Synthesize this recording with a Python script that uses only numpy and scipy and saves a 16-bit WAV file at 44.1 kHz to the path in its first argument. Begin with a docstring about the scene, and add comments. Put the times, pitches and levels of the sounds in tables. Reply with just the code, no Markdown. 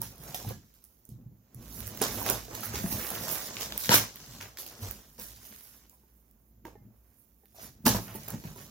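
"""Hands tear open a taped cardboard box stuffed with paper, in a quiet room, close to two microphones.
Breaking fibres are clumped random clicks over hiss, filtered into creak, scrape, tear and crinkle.
Single snaps are decaying noise bursts, and knocks on the board ring as sums of decaying sines.
The hollow box rumbles in its low modes under uneven pressure and booms when pushed.
Shifting paths, sparse room echoes and steady coloured noise surround these sounds."""
import sys
import numpy as np
from scipy import signal
from scipy.fft import rfft, irfft, next_fast_len
from scipy.io import wavfile
from scipy.ndimage import uniform_filter1d

SR = 44100
rng = np.random.default_rng(int(sys.argv[2]) if len(sys.argv) > 2 else 0)


def linear_from_db(decibels):
    """Turn decibels (scalar or array-like) into linear amplitude factors; 0 gives 1."""
    return 10 ** (np.asarray(decibels, float) / 20)


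def transcribe(signal):
    """Save signal, clipped to [-1, 1], as a 16-bit WAV file at the path in sys.argv[1]."""
    frames = np.atleast_2d(signal).T
    limited = np.clip(frames, -1, 1)
    pcm = np.round(limited * 32767).astype(np.int16)
    wavfile.write(sys.argv[1], SR, pcm)


N = 383669

# coherence of a diffuse field at two microphones: frequency_hz, left_right_likeness
FIELD_LIKENESS = [(60, 0.93), (240, 0.71), (950, 0.1), (3770, 0.03), (15000, 0.012)]
# how creak, scrape, tear and crinkle (one row each) follow the hands:
# level_db at an effort of -45 dB, slope_db_per_db, board_share, paper_share
LAYER_LAWS = [(-45, 1, 1, 0.092), (-49, 0.99, 0.53, 0.18), (-46, 1, 0.12, 0), (-46, 0.95, 0.034, 0.85)]


def evened(x):
    """Normalization: scales a signal to rms 1."""
    return x / np.sqrt(np.mean(x ** 2) + 1e-20)


def read(points, hz):
    """Interpolation of a spectrum along a logarithmic frequency axis."""
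    table_hz, value = np.transpose(points)
    return np.interp(np.log(hz + 1), np.log(table_hz + 1), value)


def add(mix, start_s, sound):
    """Superposition: adds a sound into the mix from a given time."""
    part = mix[..., max(round(start_s * SR), 0):][..., :sound.shape[-1]]
    part += sound[..., :part.shape[-1]]


def sides(difference_db):
    """Level difference between two channels, split evenly into left and right gains."""
    return linear_from_db(np.array([.5 * difference_db, -.5 * difference_db]))


def colour(points, size=4096):
    """Minimum phase: the causal response of energy 1 that follows from a magnitude spectrum."""
    level_db = np.maximum(read(points, np.fft.rfftfreq(size, 1 / SR)), -70)
    half = level_db * np.log(10) / 20
    full = np.concatenate([half, half[-2:0:-1]])
    # the phase is the Hilbert transform of the log magnitude
    taps = np.fft.ifft(np.exp(np.conj(signal.hilbert(full)))).real[:size // 2]
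    return taps / np.linalg.norm(taps)


def fibres(breaks_per_s, spread_db, hiss_share, clump_db, clump_s):
    """Crackling noise: fibres break as random clicks of uneven size, in clumps, over a fine hiss."""
    chance, size = rng.random(N), rng.exponential(1, N)
    sign, fine, slow = rng.standard_normal((3, N))
    clicks = (chance < breaks_per_s / SR) * np.sign(sign) * linear_from_db(spread_db * np.minimum(size, 4.2))
    clumps = evened(signal.lfilter([1], [1, -np.exp(-1 / (clump_s * SR))], slow))
    share = np.clip(hiss_share, 0, 1)
    breaks = np.sqrt(1 - share) * evened(clicks) + np.sqrt(share) * fine
    return evened(breaks * linear_from_db(clump_db * clumps))


def burst(rise_s, fall_db_per_s):
    """Envelope of a rip or drag in dB: linear growth to its peak after a fade-in, then linear decay."""
    rise_s = max(rise_s, .002)
    grown = np.arange(1, SR // 2) / SR / rise_s
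    fade_db = 20 * np.log10(np.minimum(4 * grown, 1))
    swell_db = 12.5 * (grown - 1)
    fall_db = -fall_db_per_s * rise_s * (grown - 1)
    return fade_db + np.where(grown < 1, swell_db, fall_db)


def level(base_db, per_db, board_share, paper_share):
    """Addition of incoherent powers: a layer's gain follows the steady effort and every rip."""
    # steady working of the hands: time_s, tearing_db, board_against_tearing_db, paper_against_tearing_db
    effort = [(0.0, -67, -10, 1.5), (.14, -66.5, 4, 3.5), (.29, -54, 5, 4.5), (.4, -51.5, -1, 0.5),
              (.55, -59.5, -4, -1.5), (.62, -69, -6, -1.5), (1.0, -78.5, 0, 2), (1.3, -93, 3, -1),
              (1.52, -77, 7, -6), (1.58, -65, -2, 0), (1.79, -51.5, -5, 4), (1.96, -51, -1.5, -2),
              (2.18, -43, 2.5, 3), (2.45, -60, -1, -2.5), (2.54, -50.5, 3.5, -2.5), (2.68, -49.5, 2, -3),
              (2.85, -52.5, 5, 5.5), (3.15, -44, -1.5, 3.5), (3.471, -44.5, -4.5, -0.5),
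              (3.69, -52, 4.5, -1.5), (3.87, -42.5, -11, -2), (4.09, -54.5, -5, -2),
              (4.37, -51.5, -7, -4.5), (4.54, -67.5, 2, -4), (4.75, -58, 3.5, -0.5),
              (5.14, -67.5, -14, -1.5), (5.3, -60.5, -24, 4), (5.47, -57.5, -5, 8), (5.83, -65, -10, 2.5),
              (5.88, -76.5, 0.5, 7.5), (6.1, -80.5, -1, 8.5), (6.45, -90.5, 7, 13), (6.62, -93.5, 9.5, 2),
              (6.9, -91, 16.5, 10), (7.15, -79, -3, 8.5), (7.37, -85.5, -4, 13), (7.539, -74, -10, -2),
              (7.8, -81, 8, 4.5), (8.02, -58, 5.5, -3), (8.27, -57, -1.5, 3), (8.7, -63.5, -3, 0.5)]
    # sudden rips and rustles: start_s, rise_s, tearing_db, board_against_tearing_db, fall_db_per_s
    rips = [(0.0, 0.024, -46.5, -5.5, 149), (.344, .003, -37, -14, 352), (.74, .015, -66, -33, 200),
            (0.448, 0.048, -47, -1.5, 300), (1.085, 0.014, -61, -32, 255), (2.01, 0.016, -29.5, -1, 254),
            (2.239, 0.055, -34.5, 2, 147), (2.54, 0.011, -45, -7, 202.5), (2.62, 0.015, -39.5, -25, 149),
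            (2.73, 0.02, -39, -4, 99), (2.891, .03, -38.5, -17, 89.5), (3.228, 0.087, -37.5, -3.5, 119),
            (3.0, .02, -50, -6.5, 100), (3.56, 0.069, -36, -12.5, 254.5),
            (3.77, 0.086, -35.5, -19.5, 400.5), (3.893, 0.048, -19.5, -5, 262),
            (4.399, 0.021, -49, -0.5, 159.5), (4.571, 0.018, -45, -12, 198), (4.659, .006, -49, -8, 151.5),
            (4.8, 0.034, -46, -1.5, 90), (5.179, 0.017, -49, -10.5, 63), (6.648, 0.0047, -62.5, 14, 209),
            (7.541, .1, -50, -3, 243), (7.851, 0.017, -25, -1.5, 211), (8.141, .01, -55, 4, 200),
            (7.94, 0.009, -44, 12, 307), (8.277, 0.0045, -50, 4, 142), (8.438, .006, -54, 4, 136),
            (8.56, 0.021, -50.5, -1, 137)]

    def law(tearing_db, board_db):
        return base_db + per_db * (tearing_db + 45) + board_share * board_db

    time_s, tearing_db, board_db, paper_db = np.transpose(effort)
    steady_db = law(tearing_db, board_db) + paper_share * paper_db
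    power = linear_from_db(np.interp(np.arange(N) / SR, time_s, steady_db)) ** 2
    for start_s, rise_s, peak_db, rip_board_db, fall in rips:
        add(power, start_s, linear_from_db(law(peak_db + burst(rise_s, fall), rip_board_db)) ** 2)
    return np.sqrt(power)


def handling():
    """Fracture and friction: creaking, scraping, tearing and crinkling layers share many breaks."""
    # spectra of creaking and scraping board, tearing tape and crinkling paper:
    # frequency_hz, relative_level_db (per Hz)
    creak = [(160, -20.5), (280, -3.5), (613, -2), (737, -3.5), (1100, -11.5), (1430, -31.5), (2420, -120)]
    scrape = [(590, -31), (1000, -11), (1550, -8.5), (2090, -11), (3000, -14), (3900, -34), (6600, -120)]
    tear = [(1760, -30.5), (3000, -9), (3900, -4), (4310, -4.5), (4620, -4), (5790, -1), (8500, -7),
            (11000, -42.5), (18700, -120)]
    crinkle = [(5000, -37), (8500, -1.5), (11600, 1.5), (15100, 4), (16000, -3.5)]
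    # cardboard dragged over cardboard: start_s, rise_s, scrape_db, fall_db_per_s
    drags = [(2.011, 0.0036, -31.5, 900), (2.62, 0.017, -44, 196), (2.72, 0.019, -43, 115),
             (2.98, 0.026, -42, 161), (3.895, 0.04, -19.5, 279), (4.4, 0.0083, -46, 215),
             (5.18, .01, -61, 109), (5.38, 0.15, -66, 50), (5.68, 0.048, -84, 65), (7.57, .07, -62, 258),
             (7.859, 0.0032, -33, 256), (8.06, 0.017, -50, 150)]

    shared = fibres(600, 5, 0.5, 1.6, .014)
    board = fibres(700, 3.9, .45, 1.4, 0.016)
    tape = fibres(1700, 4.4, 0.42, 0.43, 0.046)
    paper = fibres(2300, 4.5, 0.72, 4.5, 0.057)
    # spectrum, own breaks, amount of shared breaks
    layers = [(creak, board, .45), (scrape, board, .6), (tear, tape, .7), (crinkle, paper, .65)]

    gains = [level(*law) for law in LAYER_LAWS]
    drag_power = np.zeros(N)
    for start_s, rise_s, scrape_db, fall in drags:
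        add(drag_power, start_s, linear_from_db(scrape_db + burst(rise_s, fall)) ** 2)
    gains[1] = np.sqrt(gains[1] ** 2 + drag_power)  # drags sound in the scrape layer

    out = np.zeros(N)
    for gain, (spectrum, own, amount) in zip(gains, layers):
        breaks = evened(own + amount * shared) * gain
        out += signal.oaconvolve(breaks, colour(spectrum))[:N]
    return out


def hollow(shake, modes):
    """Modal resonance: a shaking force rings low modes, through a response of energy 1."""
    t = np.arange(12000) / SR
    ring = np.zeros(len(t))
    for hz, width_hz, db in modes:
        decay_db = 8.7 * np.pi * width_hz * t  # a wider resonance dies sooner
        ring += linear_from_db(db - decay_db) * np.sqrt(width_hz) * np.sin(2 * np.pi * hz * t)
    return signal.oaconvolve(shake, ring / np.linalg.norm(ring))[:N]


def box():
    """Forced and free vibration: uneven pressure shakes walls and floor over a hum; pushes boom and die."""
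    # low modes of box and room, the floor's first: frequency_hz, width_hz, relative_level_db
    low_modes = [(57.3, 4.9, -6), (113, 9.4, -3.5), (146, 55, -0.5), (206.8, 37, 0.5)]
    # how hard the walls are pressed, one table for each spell of pressing: time_s, walls_db
    presses = [
        [(0.0, -42.5), (0.174, -61), (0.19, -51.5), (0.37, -49), (0.43, -55), (0.474, -35), (0.768, -80.5),
         (1.062, -84), (1.085, -60)],
        [(1.085, -51), (1.113, -51.5), (1.309, -58.5), (1.499, -76), (1.543, -50), (2.347, -40), (2.435, -53.5),
         (2.815, -40.5), (2.836, -39)],
        [(2.836, -26), (2.85, -28), (2.902, -47), (2.928, -32.5), (3.088, -59), (3.12, -42.5), (3.282, -50.5),
         (3.866, -51), (3.891, -45)],
        [(3.891, -30), (3.959, -35.5), (4.117, -60), (4.417, -45), (4.561, -70), (4.755, -58), (4.829, -46),
         (5.113, -67), (5.18, -70)],
        [(5.18, -55), (5.19, -57.5), (6.22, -76.5), (6.88, -55), (6.95, -75), (7.39, -88.5), (7.61, -57.5),
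         (7.83, -56), (7.85, -35.5)],
        [(7.852, -31.5), (7.87, -28), (8.074, -47.5), (8.284, -50.5), (8.356, -31.5), (8.414, -68),
         (8.462, -45), (8.518, -50), (8.7, -53)],
    ]
    # pushes that make the box boom: start_s, level_db (before the push ramp), pitch_hz, t60_s
    booms = [(0.193, -34.5, 156, 0.1), (0.288, -36.5, 143, 0.17), (0.461, -17.5, 126, 0.066),
             (1.113, -26.5, 119, 0.073), (1.257, -29, 131, 0.098), (1.548, -32, 114, 0.12),
             (1.8, -22, 64.7, 0.095), (1.864, -25, 96, 0.085), (2.001, -35.5, 216, 0.15),
             (2.53, -36, 92.7, 0.126), (2.732, -29, 68.5, 0.21), (2.38, -38, 53.4, 0.2),
             (2.838, -17.5, 185.6, 0.09), (3.112, -38, 218, 0.088), (3.891, -14, 221, 0.042),
             (4.281, -43, 134, 0.16), (4.816, -26, 98, 0.15), (4.87, -30, 51.4, 0.2),
             (5.186, -47, 201.6, 0.17), (5.407, -46.5, 60, 0.15), (6.639, -52.5, 314.4, 0.3),
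             (6.805, -42, 110, 0.43), (7.573, -62.5, 94.2, 0.12), (7.683, -46, 120, 0.22),
             (7.857, -13.5, 239, 0.12), (7.92, -27, 50.04, 0.25), (7.943, -22, 184, 0.14),
             (8.153, -40.5, 210, 0.14), (8.324, -28.5, 140, 0.14), (8.445, -23.5, 155.3, 0.11)]
    hum_db = -65  # hum of the house, as noise driving the modes

    t = np.arange(N) / SR
    walls_db = np.interp(t, *np.vstack(presses).T)
    pressure = fibres(200, 3.9, 0.74, 2.1, 0.041)
    sound = hollow(pressure * linear_from_db(walls_db), low_modes[1:])

    floor_db = -57.5 + .8 * (walls_db + 50)  # the floor follows the walls less steeply
    floor = pressure * linear_from_db(floor_db) + linear_from_db(hum_db) * rng.standard_normal(N)
    sound += hollow(floor, low_modes[:1])
    sound += linear_from_db(hum_db - 6.0) * hollow(rng.standard_normal(N), low_modes[1:])

    u = t[:12000]
    for start_s, db, hz, t60_s in booms:
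        # the hand presses in for 1.2 cycles before the wall lets go
        push = np.clip(u * hz / 1.2, 0, 1) ** 2
        decay = linear_from_db(db - 60 * u / max(t60_s, .02))
        add(sound, start_s, decay * push * np.sin(2 * np.pi * hz * u))
    return sound


def room_tone():
    """Stationary noise of given coherence: the still air of the room and the hiss of the microphones."""
    # spectrum of the quiet: frequency_hz, relative_level_db (per Hz)
    quiet = [(88, -32.5), (150, -1.5), (226, 2.5), (1260, -18.5), (1790, -23.5), (4160, -29), (7180, -22),
             (8400, -43), (11700, -22.5), (15100, -14.5), (16000, -27)]
    size = next_fast_len(N)
    hz = np.fft.rfftfreq(size, 1 / SR)
    a, b = rfft(rng.standard_normal((2, size)))
    same = np.clip(read(FIELD_LIKENESS, hz), -1, 1)
    pair = np.array([a, same * a + np.sqrt(1 - same ** 2) * b])
    tone = irfft(pair * linear_from_db(read(quiet, hz)), size)[:, :N]
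    return linear_from_db(-71) * evened(tone)


def knocks():
    """Modal excitation: a knocked flap rings in the board's modes, most near the struck spot's pitch."""
    # fingers and scissors knocking the board: start_s, peak_db, pitch_hz
    knock_table = [(0.017, -34, 917), (0.345, -29.5, 732), (0.448, -36.5, 784), (0.508, -31, 510),
                   (2.016, -18.5, 425), (2.096, -32, 457), (2.216, -27, 950), (2.264, -28, 770),
                   (2.302, -27.5, 387), (2.483, -36.5, 440), (2.632, -34.5, 1330), (2.741, -32, 393),
                   (2.841, -29, 354), (2.923, -34, 307), (2.994, -32.5, 520), (3.237, -33.5, 530),
                   (3.27, -30.5, 650), (3.893, -20, 503), (3.917, -16.5, 934), (4.407, -38, 1520),
                   (4.662, -48, 790), (5.188, -41, 500), (5.93, -55, 1010), (6.035, -56, 384),
                   (6.653, -35.5, 350), (6.755, -44, 428), (7.435, -56, 442), (7.546, -51, 717),
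                   (7.585, -44.5, 660), (7.867, -12.5, 273), (7.947, -23, 620), (8.15, -33.5, 393),
                   (8.286, -44, 409), (8.337, -36, 545), (8.439, -39.5, 332), (8.56, -43, 400)]
    # modes of a tapped flap, before scatter and scaling: frequency_hz, relative_level_db, t60_s
    board_modes = [(644, 0, 0.083), (850, 8, 0.11), (1190, -21, 0.15), (1656, -5, 0.16),
                   (1910, -15.5, 0.57), (2567, -34.5, 0.59)]
    out, t = np.zeros(N), np.arange(5000) / SR
    draws = rng.standard_normal((len(knock_table), len(board_modes)))
    for (start_s, peak_db, pitch_hz), draw in zip(knock_table, draws):
        flap = np.exp(-t / 0.0074) * np.sin(2 * np.pi * pitch_hz * t)
        for (hz, db, t60_s), shift in zip(board_modes, draw):
            decay = linear_from_db(db - 16 - 60 * t / (0.86 * t60_s))
            flap += decay * np.sin(2 * np.pi * hz * (1 + 0.089 * shift) * t)  # modes differ by knock
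        add(out, start_s, linear_from_db(peak_db) * flap / abs(flap).max())
    return out


def snaps():
    """Impulsive fracture: each snap is a brief crack with a short fizz; stiffer pieces add a fuller body."""
    # the clearest snaps of tape, paper and board: start_s, crack_peak_db, body_rms_db
    snap_table = [(0.0175, -15, -46.5), (0.1585, -41, -70), (0.1814, -36.5, -77), (0.3458, -20.5, -37),
                  (0.4899, -26.5, -51), (0.741, -44, -69), (0.841, -36, -84), (0.85, -39.5, -83),
                  (1.053, -41, -83), (1.091, -37, -74), (1.5466, -34.5, -98), (1.8053, -24.5, -42),
                  (1.8771, -23.5, -49.5), (1.9498, -31, -54), (1.9739, -27, -51.5), (2.017, -11, -35),
                  (2.2283, -18.5, -42.5), (2.2634, -13.5, -32.5), (2.2999, -5, -38), (2.5511, -22.5, -40),
                  (2.6075, -23.5, -46.5), (2.6351, -23.5, -43), (2.7566, -14, -33), (2.8837, -24.5, -50),
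                  (2.916, -23.5, -40.5), (3.068, -27, -40), (3.1037, -18, -52.5), (3.3537, -18.5, -39),
                  (3.5686, -28, -33.5), (3.6097, -20, -36.5), (3.63, -23, -33), (3.723, -25.5, -34.5),
                  (3.7781, -11.5, -34.5), (3.8395, -22.5, -37.5), (3.8462, -27, -37), (3.893, -15, -19.5),
                  (4.1585, -27, -48), (4.4114, -29.5, -38.5), (4.5725, -29, -42.5), (4.5863, -32.5, -45.5),
                  (4.6647, -26, -44.5), (4.9113, -21.5, -47.5), (5.1813, -48, -54.5), (5.633, -48, -69),
                  (5.897, -38, -79), (6.312, -49.5, -83), (6.653, -37.5, -49.5), (7.457, -46, -64),
                  (7.8605, -16.5, -27.5), (7.867, -8, -34), (8.2847, -23.5, -45), (8.3042, -24, -59),
                  (8.4395, -34, -53.5)]
    out, t = np.zeros(N), np.arange(3000) / SR

    # lesser snaps at random times, 22 per second, set by the tearing of the moment
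    tearing = level(*LAYER_LAWS[2])
    at, smallness = rng.random((2, int(22 * N / SR)))
    now_db = 20 * np.log10(tearing[(at * N).astype(int)]) - 9.5 * smallness
    rows = list(snap_table) + list(zip(at * N / SR, now_db + 12, now_db + 5))

    crack_s, fizz_s = .0006, 0.019  # decay time constants
    envelope = np.exp(-t / crack_s) + 0.058 * np.exp(-t / fizz_s)
    noise = rng.standard_normal((len(rows), 3000)) * envelope
    cracks = signal.lfilter(*signal.butter(2, 7500, "high", fs=SR), noise)
    bodies = signal.lfilter(*signal.butter(2, [1100, 7500], "band", fs=SR), noise)
    for (start_s, crack_db, body_db), crack, body in zip(rows, cracks, bodies):
        crack = linear_from_db(crack_db) * crack / abs(crack).max()
        body = linear_from_db(body_db) * body / body[:round(.004 * SR)].std()  # rms over the first 4 ms
        add(out, start_s, crack + body)
    return out


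def nearby(x, spread_bins, patchy_db):
    """Scattering: around moving flaps and hands, colour and the path to each microphone keep shifting."""
    # unequal paths to the microphones: frequency_hz, phase_spread_rad
    path_spread = [(60, 0.071), (300, 0.1), (1000, 1.07), (3000, 1.48), (12000, 1.5)]
    hz, t, z = signal.stft(x, SR, nperseg=256, noverlap=192)
    field = rng.standard_normal((3, len(t), len(hz))).transpose(0, 2, 1)
    field = uniform_filter1d(field, size=spread_bins, axis=1)  # smooth over frequency
    field = evened(uniform_filter1d(field, size=40, axis=2))  # smooth over time
    turn = np.exp(1j * read(path_spread, hz)[:, None] * field[:2])
    shifted = z * turn * linear_from_db(patchy_db * field[2])
    return signal.istft(shifted, SR, nperseg=256, noverlap=192)[1][:, :N]


def room(x):
    """Reverberation: sparse echoes of random sign decay band by band; three patterns trade places."""
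    # reverberation time: frequency_hz, t60_s
    decay_times = [(120, 0.29), (500, 0.13), (2000, 0.22), (6000, 0.3), (14000, 0.16)]
    taps = np.zeros((3, 2, SR // 2))
    at = np.arange(300, SR // 2 - 20, 20)
    at = at + rng.integers(0, 20, (3, 2, len(at)))  # one echo in every 20 samples
    np.put_along_axis(taps, at, rng.choice([-1., 1.], at.shape), 2)

    hz, t, z = signal.stft(taps, SR, nperseg=1024)
    same = np.clip(read(FIELD_LIKENESS, hz), 0, 1)[:, None]  # long waves reach both microphones alike
    z[:, 1] = same * z[:, 0] + np.sqrt(1 - same ** 2) * z[:, 1]
    decay = linear_from_db(-60 * t / read(decay_times, hz)[:, None])
    tails = signal.istft(z * decay, SR, nperseg=1024)[1]

    # the source moves among three spots, each with its own echoes
    phase = np.pi * (np.arange(N) / SR * 4.5 + np.arange(3)[:, None] / 3)
    spots = np.sqrt(2 / 3) * np.cos(phase)
    out = np.zeros((2, N))
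    for spot, tail in zip(spots, tails):
        source = (x.mean(0) * spot)[None]
        out += signal.oaconvolve(source, tail / np.linalg.norm(tail[0]), axes=1)[:, :N]
    return out


def scene():
    """Superposition of direct and reverberant sound: the box close by, its room and the quiet behind."""
    # where the hands are: time_s, left_minus_right_db
    hand_places = [(0.0, 1), (0.58, -1.5), (0.68, 0.5), (1.67, -4), (2.81, -1.5), (2.93, 0.5), (3.27, -1.5),
                   (3.63, 0), (3.85, 2), (4.04, 2), (6.08, 0), (6.2, -4.5), (6.489, 0), (6.54, -2.5),
                   (7.41, -5.5), (7.49, -1), (7.8, 1), (8.7, -1.5)]
    place = sides(np.interp(np.arange(N) / SR, *np.transpose(hand_places)))
    rustle = linear_from_db(-1.0) * handling() * place + linear_from_db(1.0) * box()
    quiet = room_tone()
    hits = (knocks() + snaps()) * place
    close = nearby(rustle, 5, 1.3) + nearby(hits, 16, 1.5)
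    return close + linear_from_db(-8) * room(rustle + hits) + quiet


def roll_off(x):
    """The treble ends steeply here."""
    return signal.sosfilt(signal.butter(12, 16960, fs=SR, output="sos"), x)


def record(dry):
    """Linear filtering: the microphone ports differ in treble, share a dip and lose bass; a band limit follows."""
    # response shared by both ports: frequency_hz, gain_db
    microphone = [(20, -29), (32, -17), (50, -4), (7000, 2), (8400, -4), (10000, 3.5)]
    # difference of the ports: frequency_hz, left_minus_right_db
    port_difference = [(60, -2.5), (110, -2), (200, 1), (380, -2), (700, 0), (1290, -1), (2380, -3.5),
                       (4400, 3.5), (8120, -7), (15000, -10)]
    size = next_fast_len(N)
    hz = np.fft.rfftfreq(size, 1 / SR)
    ports = sides(read(port_difference, hz)) * linear_from_db(read(microphone, hz))
    band_limit = hz < 15900  # not part of the microphone's response
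    mix = irfft(rfft(dry, size) * ports * band_limit, size)[:, :N]
    return roll_off(mix)


dry = scene()
out = record(dry)
transcribe(out)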